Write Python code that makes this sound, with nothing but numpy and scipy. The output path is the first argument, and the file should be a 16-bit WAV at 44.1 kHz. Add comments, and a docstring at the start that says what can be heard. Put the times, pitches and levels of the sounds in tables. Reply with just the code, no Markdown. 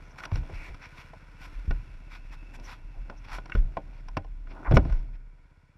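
"""A quad bike rolls through a stream and up a rough bank, its single cylinder barely above idle.
Water washes round the tyres and sprays in short surges. Bumps bounce the suspension and knock the
plastic bodywork, hardest near the end; a loose fitting clinks and the wet drive train squeaks.
It is all heard from a camera riding in a closed case, on a mount that sways after every jolt."""
import sys
import numpy as np
from scipy import signal
from scipy.fft import rfft, irfft, next_fast_len
from scipy.io import wavfile
from scipy.ndimage import uniform_filter1d, map_coordinates

SR = 44100
rng = np.random.default_rng(int(sys.argv[2]) if len(sys.argv) > 2 else 0)


def int16_out(signal):
    """Quantize to a 16-bit WAV file."""
    q = np.round(np.clip(np.atleast_2d(signal).T, -1, 1) * 32767)
    wavfile.write(sys.argv[1], SR, q.astype(np.int16))


N = 254545
TIME = np.arange(N) / SR


# how often the cylinder fires: t/s, f/Hz
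FIRING_RATE = [(0, 16.55), (1, 16.6), (3.2, 16.75), (3.6, 17.7), (4.8, 17.55), (5.2, 16.6)]
# how hard the engine works: t/s, relative exhaust level/dB, valve clatter level/dB
ENGINE_LOAD = [(0, -56.5, -64), (1.2, -56, -64), (2.2, -58, -73), (3.3, -58, -68.5), (3.7, -56, -74.5),
               (4.4, -64.5, -77.5), (4.9, -63.5, -69.5), (5.77, -63, -75)]
# pitches at which the silencer and frame ring: f/Hz, width/Hz, level/dB
EXHAUST_RINGS = [(50.7, 37, -8), (79.9, 20.7, -1), (138.3, 24, -4.5), (198.3, 98, -14.5), (300, 48, -17)]
# pitches at which the engine's metal case rings: f/Hz, width/Hz, level/dB
CRANKCASE_RINGS = [(468, 160, 5), (975, 170, 2.5), (1350, 280, 5), (1760, 590, 2), (2250, 230, 4),
                   (3400, 260, -20), (4250, 500, -21), (5300, 300, -23.5)]
def engine():
    """Each firing thumps the exhaust; the valves rattle the engine's case in step."""
    exhaust_db, clatter_db = curves(ENGINE_LOAD)
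    cycle = np.cumsum(curves(FIRING_RATE)[0]) / SR - .27
    firings = np.diff(np.floor(cycle), prepend=-1) * amp(noise())
    thumps = resonate(firings, EXHAUST_RINGS)
    # the crank turns twice for each firing
    beat = amp(2 * np.cos(2 * np.pi * cycle) + 0.53 * np.cos(4 * np.pi * cycle))
    clatter = resonate(beat * noise(), CRANKCASE_RINGS)
    return amp(exhaust_db + 0.5) * thumps + amp(clatter_db) * clatter


# water round the tyres, thinning as they leave the stream: t/s, relative churn and wash level/dB
WATER_LEVELS = [(0, -62, -59), (0.3, -53.5, -61.5), (0.62, -53.5, -50.5), (0.78, -62.5, -59.5),
                (0.98, -61, -54), (1.25, -67, -61), (1.5, -59, -55.5), (2.0, -62.5, -60.5),
                (2.4, -62.5, -60.5), (2.6, -53, -61), (2.85, -64.5, -62.5), (3.3, -58.5, -61.5),
                (3.52, -55.5, -61.5), (3.9, -59.5, -63), (4.43, -68, -68), (4.53, -48.5, -61.5),
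                (4.88, -43, -56.5), (5.2, -72.5, -74.5), (5.77, -78.5, -73.5)]
# tone of the deep churn and of the brighter wash: f/Hz, level/dB
CHURN_TONE = [(200, -3.5), (290, 4.5), (430, -9), (650, -5.5), (900, -12)]
WASH_TONE = [(500, -7), (750, -9), (1400, 2), (2000, -0.5), (2700, -2.5), (3050, -8), (4500, -14.5),
             (5900, -13.5), (6600, -19), (12500, -27.5)]
def tyre_wash():
    """The tyres stir the stream into a patter of many small splashes."""
    churn_db, wash_db = curves(WATER_LEVELS)
    churn = coloured(patter(per_second=230, spread_db=2.5, smooth=1.25), CHURN_TONE)
    wash = coloured(patter(per_second=1800, spread_db=2, smooth=1.0), WASH_TONE)
    return amp(churn_db - 3) * churn + amp(wash_db - 3.5) * wash


# surges of spray: middle t/s, length/s, level/dB, mist level/dB compared with the surge
SURGES = [(0.193, 0.023, -50.5, -16), (0.241, 0.029, -52.5, -12), (0.356, 0.056, -51, -19),
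          (0.55, 0.02, -51, -22), (0.667, 0.051, -52.5, -17), (0.843, 0.041, -49, -28),
          (0.999, 0.045, -51.5, -19), (1.439, 0.051, -51, -15.5), (2.141, 0.051, -50, -22),
          (2.334, 0.028, -52.5, -17.5), (2.552, 0.022, -52, -13.5), (2.648, 0.03, -61, -11),
          (2.707, 0.064, -48.5, -19), (3.249, 0.01, -54, -25), (3.308, 0.058, -52, -29),
          (3.348, 0.047, -46, -14.5), (3.563, 0.057, -55, -20), (3.959, 0.069, -64, -49),
          (4.515, 0.025, -56, -44), (4.755, 0.021, -45.5, -10.5), (4.923, 0.12, -59.5, -35),
          (5.148, 0.028, -66, -35)]
# tone of the drops and of the fine mist: f/Hz, level/dB
DROP_TONE = [(350, -13.5), (750, 1), (1200, 2.5), (2400, 3), (3100, -6), (4600, -11.5), (5800, -10.5),
             (6600, -40.5), (9000, -49)]
MIST_TONE = [(3000, -49), (6000, 10), (7500, 10), (9000, 3), (12500, 4.5)]
def spray():
    """The tyres throw up sheets of drops and mist; each lands with its own tone."""
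    drop_gain = sum(amp(db) * swell(s, length) for s, length, db, _ in SURGES)
    mist_gain = sum(amp(db + mist_db) * swell(s, length) for s, length, db, mist_db in SURGES)
    impacts = patter(per_second=2800, spread_db=0, smooth=0.82)
    sheets = drop_gain * coloured(impacts, DROP_TONE) + mist_gain * coloured(impacts, MIST_TONE)
    return patchy(sheets, depth_db=1.5)


# gulps of water: middle t/s, length/s, level/dB, typical bubble f/Hz
GULPS = [(0.234, 0.096, -54, 1020), (0.506, 0.033, -53.5, 534), (0.699, 0.026, -54.5, 440),
         (2.971, 0.055, -61, 586), (3.114, 0.045, -55, 700), (3.874, 0.078, -69, 600),
         (4.577, 0.057, -52, 1020), (4.671, 0.032, -37, 1127)]
def gulps():
    """Sloshing water gulps in bursts of bubbles."""
    return sum(amp(db) * bubbles(s, length, hz) for s, length, db, hz in GULPS)


def bubbles(middle_s, length_s, hz, fade_cycles=1.8, count=160):
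    """A burst of short bubbles, each swelling softly and rising in pitch as it dies."""
    start, pitch, size = rng.standard_normal((count, 3)).T
    t = np.arange(SR // 80) / SR
    turns = hz * np.exp(.3 * pitch)[:, None] * t
    life = (1 - np.exp(-turns)) ** 2 * np.exp(-turns / fade_cycles) * (1 - t / t[-1])
    rings = amp(2 * size)[:, None] * life * np.sin(2 * np.pi * turns * (1 + 8 * t))
    first_sample = np.abs((middle_s + 0.36 * length_s * start) * SR).astype(int)
    where = first_sample[:, None] + np.arange(len(t))
    burst = np.bincount(where.ravel(), rings.ravel(), N)[:N]
    return burst / np.sqrt(np.sum(burst ** 2) / (length_s * SR))


def jet():
    """A jet of water swishes along a mudguard."""
    return amp(-53) * swell(middle_s=0.623, length_s=0.12) * whistle(centre_hz=2200, width_hz=590)


# blows on the bodywork, though the snaps at 0.184 s and 0.203 s are drops of spray and the one at 0.496 s is a
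# plop of water: t/s, relative ring, thud, clack and tick level/dB, the spot's favourite f/Hz
BLOWS = [(0.184, -46, -72, -41, -52, 1000), (0.203, -50, -49, -41, -56, 1000),
         (0.236, -46, -52, -33.5, -52, 1000), (0.253, -33, -50, -37, -42.5, 1000),
         (0.316, -28, -46, -40, -62, 1000), (0.356, -35, -38.5, -40, -47, 804),
         (0.431, -33, -54, -50.5, -79, 400), (0.496, -43, -38, -54, -79, 560),
         (0.744, -41, -63, -48.5, -55.5, 900), (1.133, -32, -54, -52, -78, 680),
         (1.708, -24.5, -33.5, -34, -52.5, 670), (2.597, -57, -51, -62, -56.5, 600),
         (3.098, -35.5, -38, -43, -57, 900), (3.384, -31.5, -41, -39.5, -63, 910),
         (3.457, -38, -51, -46.5, -55, 1000), (3.497, -40, -52, -44, -54.5, 1000),
         (3.551, -27, -29.5, -34.5, -57.5, 300), (3.769, -12.5, -29.5, -35, -60, 720),
         (4.084, -33, -69, -48, -53.5, 1000), (4.169, -12, -26.5, -30, -43.5, 613),
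         (4.246, -35, -51, -60.5, -69, 805), (4.471, -46, -67, -52.5, -85, 1000),
         (4.711, -16.5, -19, -32, -50, 400), (4.72, -30, -22, -31, -61, 440),
         (4.739, -21.5, -23.5, -40.5, -56, 420), (4.757, -34, -29.5, -40, -46, 450),
         (4.769, -2.5, -11.5, -20, -36.5, 480), (4.85, -24, -28.5, -45, -68, 540),
         (4.897, -32.5, -42.5, -45.5, -59, 900), (4.924, -41, -53, -45.5, -53.5, 850)]
# notes of the plastic panels: f/Hz, level/dB, fade/s (the time to drop 60 dB, called t60)
PANEL_NOTES = [(297, -6.5, 0.13), (415, -4, .04), (483, -4, 0.03), (574, -11.5, 0.11), (654, -1.5, 0.061),
               (782, -9.5, 0.1), (887, -5, 0.061), (1032, 0.5, 0.035)]
# tone of a blow's low thud, middle clack and high tick: f/Hz, level/dB
THUD_TONE = [(100, -12), (160, 5), (220, 1), (300, -1), (430, -1.5), (600, -3)]
CLACK_TONE = [(700, -6.5), (1100, 7), (1500, 7), (2000, -0.5), (2500, -5), (3100, -6), (3700, -13.5)]
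TICK_TONE = [(2800, 5), (3600, -6), (4600, -2), (5800, 2), (6500, -19.5), (9000, -16.5), (12500, -31)]
def knocks(push_s=0.0012, chatter_s=0.0055, db_per_octave=6.5):
    """Each blow pushes the frame, rings the panels and makes hard parts chatter briefly."""
    ring, thud, clack, tick = np.zeros((4, N))
    t = np.arange(SR // 5) / SR
    rise = 1 - np.exp(-t / 0.0007)
    push = -(1 - t / push_s) * np.exp(-t / push_s) * rise ** 2
    chatter = rise * np.exp(-(t / chatter_s) ** 2)
    for s, ring_db, thud_db, clack_db, tick_db, spot_hz in BLOWS:
        # notes far from the struck spot's favourite pitch ring less
        panels = [(hz, db - db_per_octave * abs(np.log2(hz / spot_hz)), t60)
                  for hz, db, t60 in PANEL_NOTES]
        add(ring, s, amp(ring_db - 11) * rise * struck(panels, t) + amp(thud_db + 15.5) * push)
        add(thud, s, amp(thud_db - 1.5) * rise * fade(t, t60=0.085))
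        add(clack, s, amp(clack_db - 1.5) * (chatter + amp(-11.5) * fade(t, t60=0.095)))
        add(tick, s, amp(tick_db + 3) * chatter)
    return (ring + thud * coloured(noise(), THUD_TONE)
            + clack * coloured(noise(), CLACK_TONE)
            + tick * coloured(noise(), TICK_TONE))


# bumps the suspension takes: t/s, level/dB, f/Hz, fade/s
BUMPS = [(0.323, -18.5, 94.2, 0.17), (0.36, -16, 59, 0.055), (0.533, -27.5, 66.5, 0.083),
         (0.699, -29.5, 50, 0.16), (1.679, -17.5, 61.3, 0.12), (1.708, -22.5, 150, 0.022),
         (3.55, -14, 69, 0.071), (4.173, -27.5, 84, 0.14), (4.712, -4.5, 112, 0.028),
         (4.737, -8, 128, 0.098), (4.764, -5, 65, 0.05), (4.851, -19, 112, 0.048)]
def bounces():
    """The suspension answers each bump with a low note that dies quickly."""
    out, t = np.zeros(N), np.arange(SR // 2) / SR
    rise = 1 - np.exp(-t / 0.00056)
    for s, db, hz, t60 in BUMPS:
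        add(out, s, -amp(db) * rise * fade(t, t60) * np.sin(2 * np.pi * hz * t))
    return out


# how rough the ground is: t/s, steady sway level/dB, tyre rumble level/dB
ROUGHNESS = [(0, -53.5, -58), (0.7, -48, -61), (1.0, -53.5, -61), (1.45, -47, -58), (2.2, -43.5, -59),
             (3.05, -43.5, -54.5), (3.8, -46, -55), (4.1, -38.5, -55.5), (4.4, -39.5, -56), (5.1, -35, -48),
             (5.3, -46.5, -65), (5.77, -68, -71.5)]
# ruts that set the camera mount swaying: t/s, level/dB
RUT_PUSHES = [(0.325, -14.5), (0.53, -25), (0.7, -36), (1.54, -22.5), (1.675, -13), (2.82, -30),
              (2.96, -23.5), (3.3, -27), (3.555, -6.5), (4.29, -33.5), (4.67, -9.5), (4.745, -13),
              (4.895, -9.5)]
# tone of the rumble: f/Hz, level/dB
RUMBLE_TONE = [(35, -12.5), (55, 7), (90, 5), (150, 0.5), (210, -16.5), (300, -13.5), (420, -26)]
def rough_ground(sway_hz=34):
    """Ruts sway the mount, stones rumble through the tyres and the frame rumbles on after bumps."""
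    sway_db, rumble_db = curves(ROUGHNESS)
    steady_sway = amp(sway_db + 2.7 * wobble(14))
    rut_sway = shaken(RUT_PUSHES, rise_s=0.03, t60=0.3)
    frame_shake = amp(-18.5) * shaken(BUMPS, rise_s=0.0051, t60=0.52)
    sway = unit(np.sin(2 * np.pi * sway_hz * TIME + wobble(18)))
    rumble = coloured(noise(), RUMBLE_TONE)
    return np.hypot(steady_sway, rut_sway) * sway + np.hypot(amp(rumble_db), frame_shake) * rumble


# shakes that reach a loose metal fitting: t/s, relative level/dB
HARD_SHAKES = [(1.711, -39), (3.5205, -28.5), (4.171, -30), (4.769, -27.5)]
# notes of that fitting: f/Hz, level/dB, fade/s
FITTING_NOTES = [(1282, -5, 0.034), (1517, 1, 0.025), (1890, -8, 0.045), (2226, 0.5, 0.032),
                 (2780, -3, 0.031)]
def clinks():
    """The hardest shakes make a loose fitting ring briefly."""
    out, t = np.zeros(N), np.arange(SR // 10) / SR
    rise = 1 - np.exp(-t / 0.00027)
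    for s, db in HARD_SHAKES:
        add(out, s, amp(db - 3) * rise * struck(FITTING_NOTES, t))
    return out


# wet parts rubbing: middle t/s, length/s, level/dB
RUBS = [(0.063, 0.036, -74), (0.113, 0.016, -68), (2.657, 0.026, -57.5), (3.181, 0.018, -66.5)]
# the drive train's whine: t/s, relative level/dB
WHINE_LEVELS = [(0, -84), (0.6, -64), (1.4, -61), (2.0, -60), (2.4, -53), (2.9, -60), (3.4, -59),
                (3.6, -89), (5.77, -100)]
def drive_train():
    """The wet parts that drive the wheels sing faintly as they turn and now and then squeak."""
    squeak_gain = sum(amp(db) * swell(s, length) for s, length, db in RUBS)
    squeaks = squeak_gain * whistle(centre_hz=5840, width_hz=630)
    whine = amp(curves(WHINE_LEVELS)[0] - 12.5) * whistle(centre_hz=2635, width_hz=99)
    return squeaks + whine


# tone of the microphone's hiss: f/Hz, level/dB
HISS_TONE = [(100, 10.5), (1000, 17), (5000, 3), (7000, 3), (9000, -1.5), (12500, -12.5)]
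def hiss():
    """The microphone adds a faint, steady hiss of its own."""
    return amp(-78.5) * coloured(noise(), HISS_TONE)


def amp(db):
    """Turn decibels into a gain to multiply by."""
    return 10 ** (np.asarray(db) / 20)


def unit(x):
    """Scale to an average strength (rms) of 1."""
    return x / np.sqrt(np.mean(x ** 2) + 1e-20)


def noise():
    """White noise as long as the scene."""
    return rng.standard_normal(N)


def add(track, s, sound):
    """Mix a sound into the track at time s."""
    part = track[max(round(s * SR), 0):][:len(sound)]
    part += sound[:len(part)]


def curves(rows):
    """Join a table's rows with straight lines: one curve for each column after the time."""
    times, *columns = np.transpose(rows)
    return [np.interp(TIME, times, column) for column in columns]


def wobble(per_second):
    """A smooth curve through random points."""
    points = rng.standard_normal(int(N * per_second / SR) + 4)
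    return map_coordinates(points, [TIME * per_second])


def fade(t, t60):
    """Die away by 60 dB every t60 seconds."""
    return amp(-60 * t / t60)


def swell(middle_s, length_s):
    """A flat-topped rise and fall."""
    return 1 / np.sqrt(1 + (2 * (TIME - middle_s) / length_s) ** 6)


def shaken(pushes, rise_s, t60):
    """Strength of a shaking that builds after each push and dies away."""
    power, t = np.zeros(N), np.arange(SR) / SR
    shape = (1 - np.exp(-(t / rise_s) ** 2)) * fade(t, t60)
    for s, db, *_ in pushes:
        add(power, s, (amp(db) * shape) ** 2)
    return np.sqrt(power)


def struck(notes, t):
    """An object's notes ring together, a little differently at every blow."""
    out = np.zeros(len(t))
    for k, (hz, db, t60) in enumerate(notes):
        louder, sharper = rng.standard_normal(2)
        tone = np.sin(2 * np.pi * hz * (1 + 0.018 * sharper) * t + k * k)
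        out += amp(db + 1.7 * louder) * fade(t, t60) * tone
    return out


def patter(per_second, spread_db, smooth):
    """Drops of uneven size landing over a share of smooth hiss."""
    drops = (rng.random(N) < per_second / SR) * noise() * amp(spread_db * noise())
    return unit(unit(drops) + smooth * noise())


def filtered(x, response):
    """Multiply each frequency in x by response(hz)."""
    size = next_fast_len(len(x) + 8192)
    return irfft(rfft(x, size) * response(np.fft.rfftfreq(size, 1 / SR)), size)[:len(x)]


def coloured(x, tone):
    """Shape x with a tone table, falling steeply beyond its ends; rms 1."""
    f, db = np.transpose(tone)
    edges = lambda hz: np.minimum(hz / f[0], 1) ** 2 * np.minimum(f[-1] / (hz + 1), 1) ** 4
    return unit(filtered(x, lambda hz: edges(hz) * amp(np.interp(np.log(hz + 1), np.log(f), db))))


def peak(hz, centre, width):
    """How one resonance responds: most strongly at its centre pitch."""
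    return 1j * hz * width / (centre ** 2 - hz ** 2 + 1j * hz * width)


def resonate(x, rings):
    """Pass x through side-by-side resonances of alternating sign; rms 1."""
    return unit(filtered(x, lambda hz: sum((-1) ** k * amp(db) * peak(hz, centre, width)
                                           for k, (centre, width, db) in enumerate(rings))))


def whistle(centre_hz, width_hz):
    """A narrow, breathy tone of rms 1."""
    return unit(filtered(noise(), lambda hz: np.exp(-((hz - centre_hz) / width_hz) ** 2)))


def patchy(x, depth_db):
    """Make random patches of pitch and time a little louder or softer."""
    spectrum = signal.stft(x, nperseg=512)[2]
    patches = uniform_filter1d(rng.standard_normal(spectrum.shape), size=8, axis=0)
    patches = uniform_filter1d(patches, size=18, axis=1)
    return signal.istft(spectrum * amp(depth_db * unit(patches)), nperseg=512)[1][:N]


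def scene():
    """Engine, water and bumps over a faint whine and hiss, in one channel."""
    motor = engine()
    water = tyre_wash() + spray() + gulps() + jet()
    bumps = knocks() + bounces() + rough_ground() + clinks()
    return (motor + water + bumps + drive_train() + hiss())[None]


# pitches that the air in the camera case boosts or dulls: f/Hz, width/Hz, level/dB
CASE_AIR = [(984, 96, 6.5), (1170, 150, -3.5), (1463, 50, 6), (1696, 110, -4.5), (1860, 110, -1),
            (2310, 200, 3), (3093, 140, -11.5), (3406, 79, 4.5), (4410, 150, 3), (5340, 100, 7),
            (6320, 290, -10.5), (8000, 1800, -3)]
def record(dry, top_hz=12850):
    """The closed case colours every sound; the camera caps peaks and keeps nothing above top_hz."""
    def case(hz):
        bands = [1 + (amp(db) - 1) * peak(hz, centre, width) for centre, width, db in CASE_AIR]
        return np.prod(bands, axis=0)
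    boxed = np.clip(filtered(dry[0], case), -.95, .95)
    return filtered(boxed, lambda hz: hz < top_hz)[None]


dry = scene()
out = record(dry)
int16_out(out)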